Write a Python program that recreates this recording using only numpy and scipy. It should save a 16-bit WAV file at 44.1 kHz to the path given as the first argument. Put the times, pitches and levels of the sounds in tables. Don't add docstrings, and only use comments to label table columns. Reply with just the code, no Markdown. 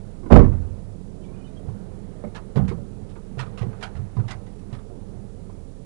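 import sys
import numpy as np
from scipy import signal
from scipy.fft import rfft, irfft
from scipy.io import wavfile
from scipy.ndimage import uniform_filter1d

SR = 44100
rng = np.random.default_rng(int(sys.argv[2]) if len(sys.argv) > 2 else 0)


def field_ratio(decibels):
    return 10 ** (np.asarray(decibels, dtype=float) / 20)


def int16_out(signal):
    q = np.round(np.clip(np.atleast_2d(signal).T, -1, 1) * 32767)
    wavfile.write(sys.argv[1], SR, q.astype(np.int16))


N = 257984
T = np.arange(N) / SR
SHORT = 16384


def unit(x):
    return x / np.sqrt(np.mean(x ** 2))


def decay(t, t60):
    return np.exp(-np.log(1000) * t / t60)


def hump(x, hz, octaves):
    f = np.maximum(np.fft.rfftfreq(len(x), 1 / SR), 1)
    bell = 1 / (1 + (np.log2(f / hz) / octaves) ** 2) ** 2
    return irfft(rfft(x) * bell, len(x))


def add(out, s, sound, peak_db):
    i = int(s * SR)
    n = min(len(sound), N - i)
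    out[i:i + n] += field_ratio(peak_db) * sound[:n] / np.abs(sound).max()


def walk(rate):
    k = int(SR / rate)
    steps = np.repeat(rng.standard_normal(N // k + 1), k)
    return 1.3 * uniform_filter1d(uniform_filter1d(steps, k), k)[:N]


def tail(t, hz, bright_db, chatter_s, ring_s):
    after = np.maximum(t - chatter_s, 0)
    grain = np.repeat(rng.standard_normal(len(t) // 64), 64)
    noise = rng.standard_normal(len(t)) * field_ratio(1.8 * grain)
    scatter = np.repeat(rng.standard_normal(len(t) // 64), 64)
    clumps = uniform_filter1d(scatter, size=48)[:len(t) // 2 + 1]
    noise = irfft(rfft(noise) * field_ratio(2.8 * clumps), len(t))
    dull = unit(hump(noise, 897, 0.97)) * decay(after, 1.16 * ring_s)
    ringing = unit(hump(noise, hz, 0.07)) * decay(after, 0.7 * ring_s)
    bright = unit(hump(noise, 2530, 1.33)) * decay(after, 0.45 * ring_s)
    bright = bright * (1 + 0.64 * decay(t, 0.061))
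    onset = 1 - np.exp(-t / 0.0007)
    return (dull + 0.45 * ringing + field_ratio(bright_db + 3) * bright) * onset


# pitch in Hz, level in dB, decay t60 in seconds.
BODY_MODES = [(53.26, 2, 0.41), (66, 0, 0.59), (86.35, -2, 0.71), (102.64, -2, 0.66), (122, -1, 0.45),
              (133.6, 0.5, 0.27), (166.7, -3.5, 0.41), (186, 0, 0.44), (214.9, -1.5, 0.46),
              (241.1, 1, 0.44), (274.7, -11.5, 0.92), (308, -1, 0.23), (334.4, -5, 0.47), (385, -4.5, 0.32),
              (440, -5.5, 0.18), (470.7, -7.5, 0.37), (573.3, -10.5, 0.34), (683.7, -11.5, 0.25),
              (700, -5.5, 0.074), (779.7, -7, 0.27), (1007, 0.5, 0.13)]


def blows(rows, octaves, crack_db, rise_s, size):
    out, t = np.zeros(N), T[:size]
    hz, db, t60 = np.transpose(BODY_MODES)[:, :, None]
    for s, peak_db, centre_hz, ring in rows:
        chance = rng.standard_normal((3, len(BODY_MODES), 1))
        nearness = 1 / (1 + (np.log2(hz / centre_hz) / octaves) ** 2) ** 2
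        share = field_ratio(db + 2.01 * chance[0]) * nearness
        tuned_hz = hz * (1 + 0.01174 * chance[1])
        modes = share * np.sin(2 * np.pi * tuned_hz * t + 0.72 * chance[2])
        modes = modes * (decay(t, ring * t60) + 0.053 * decay(t, 4.2 * ring * t60))
        add(out, s, modes.sum(axis=0) * (1 - np.exp(-t / rise_s)), peak_db)
        crack = tail(t[:SHORT], 600 + 1.214 * centre_hz, -44, 0.0054, 0.27 * ring)
        add(out, s, crack, peak_db + crack_db)
    return out


# start in seconds, peak in dB, centre pitch in Hz, ring as a share of the body's t60.
DOOR_THUMPS = [
    (.3205, 5, 109.2, 0.48),
    (.333, 2, 63.6, .75),
    (.346, -6.5, 200, 0.51),
    (.374, -6.5, 69, 0.64),
    (.398, -6, 120, 0.53),
    (.443, -11, 116, 0.61),
    (.518, -21, 100, 0.87),
    (.62, -29, 66, 1),
]
# start in seconds, peak in dB, centre pitch in Hz, ring as a share of t60.
LATCH_RATTLE = [
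    (.232, -36, 393, 0.32),
    (.259, -29.5, 330, 0.43),
    (.302, -17, 626, 0.59),
    (.309, -11.5, 440, 0.19),
    (.324, -5.5, 635, 0.48),
    (.358, -4.5, 530, 0.38),
    (.385, -12, 427, 0.81),
    (.41, -23, 534, 0.41),
]


def door():
    thumps = blows(DOOR_THUMPS, octaves=1.32, crack_db=-21.5, rise_s=0.0023, size=2 * SHORT)
    rattle = blows(LATCH_RATTLE, octaves=0.73, crack_db=-11, rise_s=0.0028, size=SHORT)
    return thumps + rattle


def bounces(rows):
    hits = []
    for s, peak_db, hz, ring, loss_db in rows:
        hits.append((s, peak_db, hz, ring))
        if loss_db < 12:
            hits.append((s + 3 / hz, peak_db - loss_db, hz, ring))
    return hits


# start in seconds, peak in dB, centre pitch in Hz, ring as a share of t60,
# loss at the first bounce in dB.
SEAT_KNOCKS = [(1.683, -22, 110, 0.28, 20), (2.237, -30, 200, 0.25, 20), (2.56, -12.5, 146, 0.84, 3),
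               (2.6, -23.5, 70.5, .8, 21), (2.601, -23.5, 179, 0.92, 20), (2.711, -29, 183, 0.75, 20),
               (3.313, -32, 168, 0.22, 20), (3.369, -28, 119.3, 0.92, 0), (3.612, -19, 125.2, 0.38, 3.5),
               (3.665, -26.5, 182, 0.32, 10), (3.949, -28, 96.4, 0.62, 14), (3.99, -29, 102, 0.53, 13),
               (4.167, -18, 122, .33, -1), (4.235, -27.5, 110, 0.44, 20), (4.348, -33, 106, 0.28, 20),
               (4.726, -28.5, 122, 0.33, 20)]
# start in seconds, peak in dB, centre pitch in Hz, ring as a share of t60.
TRIM_RAPS = [(2.239, -27, 562, 0.21), (2.27, -35.5, 440, .25), (2.557, -27, 493, 0.83),
             (2.572, -18.5, 385, 0.18), (2.59, -34.5, 700, .98), (2.712, -26, 424, 0.3),
             (2.781, -39, 500, 0.71), (3.372, -35, 540, 0.61), (3.63, -32.5, 416, .4), (4.168, -39, 950, 1),
             (4.185, -32.5, 385, 0.61), (4.4, -41.5, 475, .4), (4.727, -46, 600, .3), (4.9, -39, 504, 0.49),
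             (5.495, -43, 750, 0.17)]


def trim():
    knocks = blows(bounces(SEAT_KNOCKS), octaves=0.51, crack_db=-22.5, rise_s=0.0071, size=SHORT)
    raps = blows(TRIM_RAPS, octaves=0.51, crack_db=-14, rise_s=0.0013, size=SHORT)
    return knocks + raps


# start in seconds, peak in dB, ringing pitch in Hz, chatter in seconds.
BUCKLE_SNAPS = [(2.3473, -33.5, 1667, 0.017), (2.3581, -34.5, 1400, .013), (2.558, -36, 1120, .019),
                (2.6788, -35.5, 1320, 0.02), (3.091, -51.5, 1190, 0.031), (3.3813, -38.5, 1170, .025),
                (3.3907, -27.5, 1866, 0.013), (3.4083, -32.5, 1380, .0066), (3.4247, -44.5, 1270, .015),
                (3.5748, -37, 1230, 0.022), (3.6118, -38, 1910, 0.017), (3.8086, -37, 1480, 0.031),
                (3.8259, -26, 1467, 0.014), (3.8546, -42.5, 1590, .014), (3.952, -42, 1340, 0.026),
                (4.2792, -32, 2010, 0.032), (4.3067, -27.5, 1990, 0.012), (4.463, -51, 1930, .015),
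                (4.7267, -41, 1280, 0.025)]
# start in seconds, peak in dB, brightness in dB.
PLASTIC_TICKS = [(2.3747, -43, -22), (2.579, -37.5, -22), (2.6484, -44, -14), (2.7144, -42, -16),
                 (3.1547, -43, -30), (3.46, -42, -18), (3.73, -43.5, -35), (4.1638, -48, -8),
                 (4.24, -45, -35), (4.335, -53.5, -2), (4.59, -56, -1), (4.704, -51, -20),
                 (4.786, -48.5, -20), (5.494, -54, -35)]


def clicks():
    out, t = np.zeros(N), T[:SHORT]
    for s, peak_db, hz, chatter_s in BUCKLE_SNAPS:
        add(out, s, tail(t, hz, bright_db=-7, chatter_s=chatter_s, ring_s=0.17), peak_db)
    for s, peak_db, bright_db in PLASTIC_TICKS:
        add(out, s, tail(t, 1219, bright_db, chatter_s=0.012, ring_s=0.12), peak_db)
    return out


# start in seconds, peak in dB, resonance in Hz, blur in octaves.
KEY_CHINKS = [(1.215, -62, 3050, .06), (1.23, -60, 3000, .3), (1.35, -63, 2700, .25),
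              (1.43, -61, 2900, .25), (1.5, -63, 2900, .25), (1.24, -60, 2330, .04),
              (1.245, -63, 3500, .14), (1.285, -63, 2330, .03), (1.31, -58, 1080, .04),
              (1.335, -60, 2440, .025), (1.365, -65, 2430, .04), (1.385, -66, 2980, .03),
              (1.405, -60, 2440, .025), (1.438, -56, 3000, .015), (1.465, -62, 3680, .02),
              (1.47, -61, 2430, .03), (1.557, -55, 3240, .02), (2.24, -49, 2150, .14),
              (2.685, -45, 2150, .1), (4.462, -58, 1920, .1)]


def keys():
    out, t = np.zeros(N), T[:SHORT]
    swell = decay(t, 0.11) * (1 - np.exp(-t / 0.012))
    for s, peak_db, hz, blur in KEY_CHINKS:
        scrape = hump(rng.standard_normal(len(t)), hz, blur)
        add(out, s, scrape * swell, peak_db - 2)
    return out


def boom():
    door_shuts_s, pump_rise_s, pump_hold_s, pump_t60_s = 0.3095, 0.038, 0.077, 0.48
    idle_hz, sag_hz, recover_s = 30.3, 2.8, 0.35
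    since = T - door_shuts_s
    settled = np.maximum(since - pump_hold_s, 0)
    phase = 2 * np.pi * np.cumsum(idle_hz - sag_hz * np.exp(-settled / recover_s)) / SR
    swing = field_ratio(-40) * np.exp(np.minimum(since, 0) / 0.077)
    pump = field_ratio(-14) * np.clip(since / pump_rise_s, 0, 1)
    level = field_ratio(-44.5) + (swing + pump) * decay(settled, pump_t60_s)
    return np.sqrt(2) * level * field_ratio(0.5 * walk(13)) * np.sin(phase)


# pitch in Hz, level in dB per Hz.
RUMBLE_COLOUR = [(24, -17), (40, -8.5), (54, -10), (102, -0.5), (138, -9), (204, -2.5), (228, -14),
                 (265, -11.5), (302, -16), (431, -14.5), (559, -23.5), (1160, -41), (1270, -41),
                 (1510, -45.5), (3500, -60), (4550, -55.5), (7700, -120)]
# time in seconds, stir in dB.
SEAT_SHUFFLE = [(0, 6), (.7, 8.5), (1, 4.5), (1.4, 7.5), (1.9, 7), (2.45, 9), (3.2, 4.5), (3.5, 13),
                (3.72, 14), (3.8, 14), (4, 12), (4.6, 6), (5.85, 4.5)]


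def rumble():
    mids_db = np.interp(T, *np.transpose(SEAT_SHUFFLE))
    lows_db = 0.14 * mids_db
    hz, db = np.transpose(RUMBLE_COLOUR)
    f = np.maximum(np.fft.rfftfreq(N, 1 / SR), 1)
    shaped = rfft(rng.standard_normal(N)) * field_ratio(np.interp(np.log(f), np.log(hz), db))
    shaped = shaped / np.sqrt(np.mean(irfft(shaped, N) ** 2))
    out, shared = 0, walk(5.044)
    for centre in 40 * 2 ** np.arange(0, 7, 1 / 3):
        band = irfft(shaped * np.clip(1 - 3 * np.abs(np.log2(f / centre)), 0, 1), N)
        mid_share = np.clip(np.log2(centre / 300) / 2, 0, 1)
        stir_db = lows_db + mid_share * (mids_db - lows_db)
        out = out + band * field_ratio(stir_db + 0.9 * shared + 1.2 * walk(9))
    return out * field_ratio(-42.5)


def hiss():
    white = rng.standard_normal(N + 1)
    return unit(white[1:] - 0.023 * white[:-1]) * field_ratio(-64.5)


def scene():
    cabin = door() + trim() + clicks() + keys() + boom() + rumble() + hiss()
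    return np.array([0 * cabin, 2 * cabin])


def low_pass(x):
    return signal.sosfilt(signal.butter(12, 11130, fs=SR, output="sos"), x)


def record(dry):
    clipped = np.clip(dry, -0.99, 0.99)
    steep = signal.ellip(10, 0.3, 60, 10950, fs=SR, output="sos")
    band = signal.sosfilt(steep, clipped)
    return low_pass(np.clip(band, -1, 1))


dry = scene()
out = record(dry)
int16_out(out)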